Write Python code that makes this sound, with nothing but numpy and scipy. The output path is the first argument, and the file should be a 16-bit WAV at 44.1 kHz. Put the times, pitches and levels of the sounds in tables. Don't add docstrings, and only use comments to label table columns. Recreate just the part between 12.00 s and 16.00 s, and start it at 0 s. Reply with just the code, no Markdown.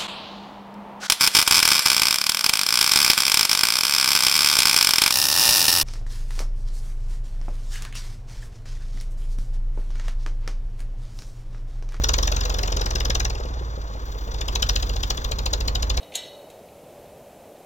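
import sys
import numpy as np
from scipy import signal
from scipy.fft import rfft, irfft, next_fast_len
from scipy.io import wavfile
from scipy.ndimage import map_coordinates

SR = 44100
rng = np.random.default_rng(int(sys.argv[2]) if len(sys.argv) > 2 else 0)


def inscribe(sig):
    pcm = np.round(np.clip(np.atleast_2d(sig).T, -1, 1) * 32767)
    wavfile.write(sys.argv[1], SR, pcm.astype(np.int16))


N = 176400
TIME = np.arange(N) / SR

# (time [s], firings [per s])
ENGINE_SPEED = [(0.0, 19.45), (0.07, 20.23), (0.22, 22.18), (0.5, 22.5), (0.72, 22.12), (1.0, 20.6),
                (1.2, 20.08), (1.42, 19.3), (1.8, 17.29), (2.2, 15.51), (2.52, 13.68), (2.68, 15.04),
                (2.9, 14.69), (3.05, 14.12), (3.3, 14.07), (3.5, 13.67), (4.0, 13.63)]
# (time [s], level [dB])
ENGINE_LOAD = [(0, -13.5), (.04, -18), (.09, -18), (.14, -18), (.18, -21.5), (.36, -24), (.54, -26),
               (.63, -23.5), (.68, -28), (.77, -23.5), (.91, -27), (.96, -24), (1, -24.5), (1.15, -21.5),
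               (1.25, -22), (1.35, -36.5), (1.45, -41.5), (1.56, -59), (2.27, -45.5), (2.41, -28),
               (2.48, -28), (2.55, -22), (2.62, -17.5), (2.69, -16), (2.83, -27), (2.96, -30.5),
               (3.03, -24), (3.1, -19), (3.17, -28.5), (3.32, -23.5), (3.39, -26.5), (3.46, -22.5),
               (3.53, -18.5), (3.61, -28.5), (3.68, -21.5), (3.83, -25), (3.97, -21)]
# (time [s], share [0-1])
TURNED_AWAY = [(1.3, 0.11), (2.9, 0.79)]
# (time [s], body level [dB], clatter level [dB])
MACHINE_LEVELS = [(0.0, -35, -44.5), (0.39, -33.5, -42), (1.15, -33, -45.5), (1.56, -37.5, -47),
                  (1.84, -39, -49), (2.19, -38.5, -46.5), (2.61, -34, -43.5), (2.77, -36.5, -39.5),
                  (3.38, -35, -46.5), (4.0, -33.5, -46)]
# (frequency [Hz], level [dB])
BODY_SPECTRUM = [(20, 10.5), (90, 9.5), (160, -7), (230, -5.5), (280, -3), (340, -4), (470, 0), (750, -6.5),
                 (1150, -3), (1700, -11.5), (3000, -30), (8000, -65)]
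# (frequency [Hz], level [dB])
CLATTER_SPECTRUM = [(400, -23), (1500, 15.5), (2200, -1), (2900, 2), (3600, 5.5), (4600, 9.5), (5900, -3),
                    (7000, 3.5), (9000, 7), (15000, -41)]
# (frequency [Hz], width [Hz], level [dB])
COVER_RINGS = [(3560, 220, -12), (5850, 500, -12)]
# (frequency [Hz], level [dB])
RUSH_SPECTRUM = [(50, -40), (80, -8), (110, 0), (210, -3), (300, -10), (600, -30)]
# (time [s], level [dB])
FIZZ_LEVELS = [(0, -51), (1.25, -54.5), (1.55, -78), (2, -70), (2.05, -54), (2.4, -59), (2.65, -51),
               (4, -62.5)]
# (frequency [Hz], level [dB])
FIZZ_SPECTRUM = [(5000, -30), (8000, -4), (10500, -1), (15000, 0)]
# (frequency [Hz], level [dB], time to fade 60 dB [s])
BLOCK_RINGS = [(283, -15.5, 0.074), (453, -5.5, 0.058), (513, -3, .045), (606, -4, 0.058), (806, -5, 0.062),
               (1015, -23, 0.048)]
# (frequency [Hz], level [dB])
KNOCK_SPECTRUM = [(150, 6), (300, -5), (480, 0.5), (650, -1), (1000, -19.5), (2000, -33.5), (6000, -94)]
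# (time [s], level [dB])
EXTRA_KNOCKS = [(1.452, -35), (1.504, -35.5), (1.611, -29), (1.777, -31), (1.951, -29.5)]
# (time [s], level [dB])
THUMP_LEVELS = [(0, -20.5), (.2, -22), (.5, -27), (.9, -25), (1.2, -22), (1.45, -26), (1.65, -27),
                (1.9, -33.5), (2.2, -29.5), (2.68, -22.5), (2.95, -23.5), (3.15, -28), (3.35, -24),
                (4, -22.5)]
# (frequency [Hz], level [dB], delay of the deepest swing [s], rise [s], fall [s])
PIPE_RINGS = [(47.5, 2, 0.0247, 0.023, 0.027), (60.3, -4, 0.0241, 0.022, 0.0031),
              (69.6, -4, -0.0089, 0.009, 0.0081), (111, -11.5, 0.0232, 0.006, .012)]
# (frequency [Hz], level [dB])
HISS_SPECTRUM = [(200, -36), (700, -12.5), (1300, -10.5), (2100, -13.5), (3500, -3), (4800, 4), (6800, 3.5),
                 (10000, 11), (15000, -17)]
# (straight pitch [Hz], turned pitch [Hz], width [Hz], delay [s], straight level [dB], turned level [dB])
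BARK_RINGS = [(5780, 5080, 240, 0.0047, 0.5, -6.5), (3982, 4010, 430, 0.0048, -1, 3.5),
              (2947, 3010, 318.8, .0065, -5, -4.5), (1337, 1317, 389.5, .006, 0.5, -4.5)]
# (frequency [Hz], time to fade 60 dB [s])
ECHO_FADE = [(100, .1), (900, 0.14), (4000, 0.078), (12000, 0.071)]
# (frequency [Hz], left minus right [dB])
LEFT_RIGHT_BALANCE = [(60, -1.5), (130, -1), (350, 4.5), (700, 4), (1300, 2.5), (2600, 5.5), (5000, 3.5),
                      (7000, 5), (9000, 11), (15000, 10.5)]
# (frequency [Hz], gain [dB])
MIC_RESPONSE = [(20, 0), (7200, 1), (8200, -27), (9500, -28), (11300, -20), (12600, -4), (16000, 2)]

FIRST_FIRING_S, FULL_LOAD_DB = .039, -24
RATTLE_POINT = 0.67
BODY_DB, SHAKE_DB, CLATTER_DB, RATTLE_DB = -0.5, 2.5, -2.5, 5.5
RUSH_DB, RUSH_TURNED_DB = -54.5, 10
KNOCK_DB, KNOCK_LEAD_S, KNOCK_FOLLOWS_LOAD, BLOCK_ATTACK_S = 7.5, 0.001964, 0.18, .0012
HISS_DB, HISS_DELAY_S = 3.5, 0.002
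BARK_PITCH_SCATTER, BARK_PITCH_PER_DB, BARK_SAG_PER_S = .05, .008, 34
ECHO_DB, RIGHT_DELAY_S, TOP_HZ = -10.5, .00034, 16200


def amp(db):
    return 10 ** (np.asarray(db) / 20)


def unit(x):
    return x / np.sqrt(np.mean(np.abs(x) ** 2) + 1e-20)


def at_hz(table, hz):
    frequencies, values = np.transpose(table)
    return np.interp(np.log(hz + 1), np.log(frequencies + 1), values)


def at_time(table, times, column=1):
    table = np.asarray(table)
    return np.interp(times, table[:, 0], table[:, column])


def filtered(x, response):
    size = next_fast_len(N + SR // 2)
    return irfft(rfft(x, size) * response(np.fft.rfftfreq(size, 1 / SR)), size)[..., :N]


def noise(spectrum):
    return unit(filtered(rng.standard_normal(N), lambda hz: amp(at_hz(spectrum, hz))))


def noise_band(centre_hz, width_hz):
    return unit(filtered(rng.standard_normal(N), lambda hz: np.exp(-((hz - centre_hz) / width_hz) ** 2)))


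def wobble(rate):
    return map_coordinates(rng.standard_normal(int(N * rate / SR) + 4), [TIME * rate])


def swell(t, rise, fall):
    return np.where(t < 0, np.exp(-.5 * (t / rise) ** 2), np.exp(1 - np.hypot(1, t / fall)))


def events(times, levels_db, shape):
    out = np.zeros(N)
    for k, (when, db) in enumerate(zip(times, levels_db)):
        near = slice(*np.clip([int(when * SR) - SR // 20, int(when * SR) + SR // 10], 0, N))
        out[near] += amp(db) * shape(TIME[near] - when, k)
    return out


def pulses(times, levels_db, rise, fall):
    return events(times, levels_db, lambda t, k: swell(t, rise, fall))


def firings(share=0):
    times = np.arange(-SR // 10, N + SR // 10, 10) / SR
    count = np.cumsum(at_time(ENGINE_SPEED, times)) * 10 / SR
    count -= np.interp(FIRST_FIRING_S, times, count)
    return np.interp(np.arange(-1, int(count[-1])) + share, count, times)


def body_rumble():
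    times = firings() + .012
    shake = pulses(times, rng.normal(SHAKE_DB, 0.5, len(times)), rise=0.0026, fall=0.005)
    return noise(BODY_SPECTRUM) * np.hypot(amp(BODY_DB), shake) * amp(at_time(MACHINE_LEVELS, TIME))


def parts_clatter():
    times = firings(RATTLE_POINT)
    rattle = pulses(times, rng.normal(RATTLE_DB, 2.4, len(times)), rise=.006, fall=.005)
    covers = sum(amp(db) * noise_band(hz, width) for hz, width, db in COVER_RINGS)
    clatter = unit(noise(CLATTER_SPECTRUM) + covers)
    level_db = at_time(MACHINE_LEVELS, TIME, column=2) + 1.3 * wobble(110)
    return clatter * np.hypot(amp(CLATTER_DB), rattle) * amp(level_db)


def exhaust_rush():
    return noise(RUSH_SPECTRUM) * amp(RUSH_DB + RUSH_TURNED_DB * at_time(TURNED_AWAY, TIME))


def high_fizz():
    times = firings(RATTLE_POINT)
    flicker = pulses(times, rng.normal(2, 2, len(times)), rise=.007, fall=.004)
    fizz = np.array([noise(FIZZ_SPECTRUM), noise(FIZZ_SPECTRUM)])
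    level_db = at_time(FIZZ_LEVELS, TIME) + 2.2 * (wobble(11) + wobble(160))
    return fizz * np.hypot(.7, flicker) * amp(level_db)


def block_ring(t, k):
    age = np.maximum(t, 0)
    ring = 0
    for hz, db, fade_s in BLOCK_RINGS:
        fade = amp(rng.normal(db, 2.84) - 60 * age / fade_s)
        ring += fade * np.sin(2 * np.pi * hz * rng.normal(1, 0.033) * age)
    return ring * (1 - np.exp(-age / BLOCK_ATTACK_S))


def combustion_knock():
    times = firings()
    levels_db = rng.normal(at_time(MACHINE_LEVELS, times) + KNOCK_DB, 1.8)
    levels_db += KNOCK_FOLLOWS_LOAD * (at_time(ENGINE_LOAD, times) - FULL_LOAD_DB)
    extra_times, extra_db = np.transpose(EXTRA_KNOCKS)
    times = np.append(times - KNOCK_LEAD_S, extra_times)
    levels_db = np.append(levels_db, extra_db)
    raps = noise(KNOCK_SPECTRUM) * pulses(times, levels_db, rise=.0008, fall=0.0033)
    return amp(-4) * (raps + events(times, levels_db, block_ring))


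def exhaust_thump():
    def swing(t, k):
        return -sum(amp(db) * np.cos(2 * np.pi * hz * (t - delay)) * swell(t - delay, rise, fall)
                    for hz, db, delay, rise, fall in PIPE_RINGS)
    times = firings()
    return events(times, rng.normal(at_time(THUMP_LEVELS, times), .4), swing)


def exhaust_bark():
    times = firings()
    load_db = rng.normal(at_time(ENGINE_LOAD, times), .8)
    bursts = pulses(times + HISS_DELAY_S, load_db, rise=.0025, fall=0.0018)
    out = amp(HISS_DB) * noise(HISS_SPECTRUM) * bursts
    turned = at_time(TURNED_AWAY, times)
    for straight_hz, turned_hz, width_hz, delay, straight_db, turned_db in BARK_RINGS:
        pitch_scatter, scatter_db = rng.standard_normal((2, len(times)))
        pitch = straight_hz + (turned_hz - straight_hz) * turned
        pitch *= np.exp(BARK_PITCH_SCATTER * pitch_scatter + BARK_PITCH_PER_DB * (load_db - FULL_LOAD_DB))
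        levels_db = load_db + straight_db + (turned_db - straight_db) * turned + scatter_db
        drift_hz = width_hz * noise_band(0, 2 * width_hz)
        drift_phase = 2 * np.pi * np.cumsum(drift_hz) / SR
        for wave in (np.cos, np.sin):
            def falling_note(t, k):
                phase = 2 * np.pi * pitch[k] * t * (1 - BARK_SAG_PER_S * t / 2)
                return wave(phase) * swell(t, rise=0.0019, fall=0.0017)
            out += wave(drift_phase) * events(times + delay, levels_db, falling_note)
    return out


def forest_echo(sound):
    hz, t, spectrum = signal.stft(rng.standard_normal((2, SR // 2)), SR, nperseg=256)
    fade = amp(-60 * t / at_hz(ECHO_FADE, hz)[:, None])
    middle, side = signal.istft(spectrum * fade, SR, nperseg=256)[1]
    tail = np.array([middle + side, middle - side])
    delayed = np.pad(sound, (SR // 200, 0))
    return signal.fftconvolve(delayed[None], tail / np.linalg.norm(tail[0]), axes=1)[:, :N]


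def scene():
    sharp = exhaust_bark() + combustion_knock()
    engine = sharp + exhaust_thump() + exhaust_rush() + body_rumble() + parts_clatter() + high_fizz()
    air = engine + amp(ECHO_DB) * forest_echo(sharp)
    sides = np.array([[.5], [-.5]])
    balance = lambda hz: amp(sides * at_hz(LEFT_RIGHT_BALANCE, hz))
    return filtered(air, lambda hz: balance(hz) * np.exp(2j * np.pi * hz * sides * RIGHT_DELAY_S))


def record(dry):
    return filtered(dry, lambda hz: amp(at_hz(MIC_RESPONSE, hz)) * (hz < TOP_HZ))


dry = scene()
out = record(dry)
inscribe(out)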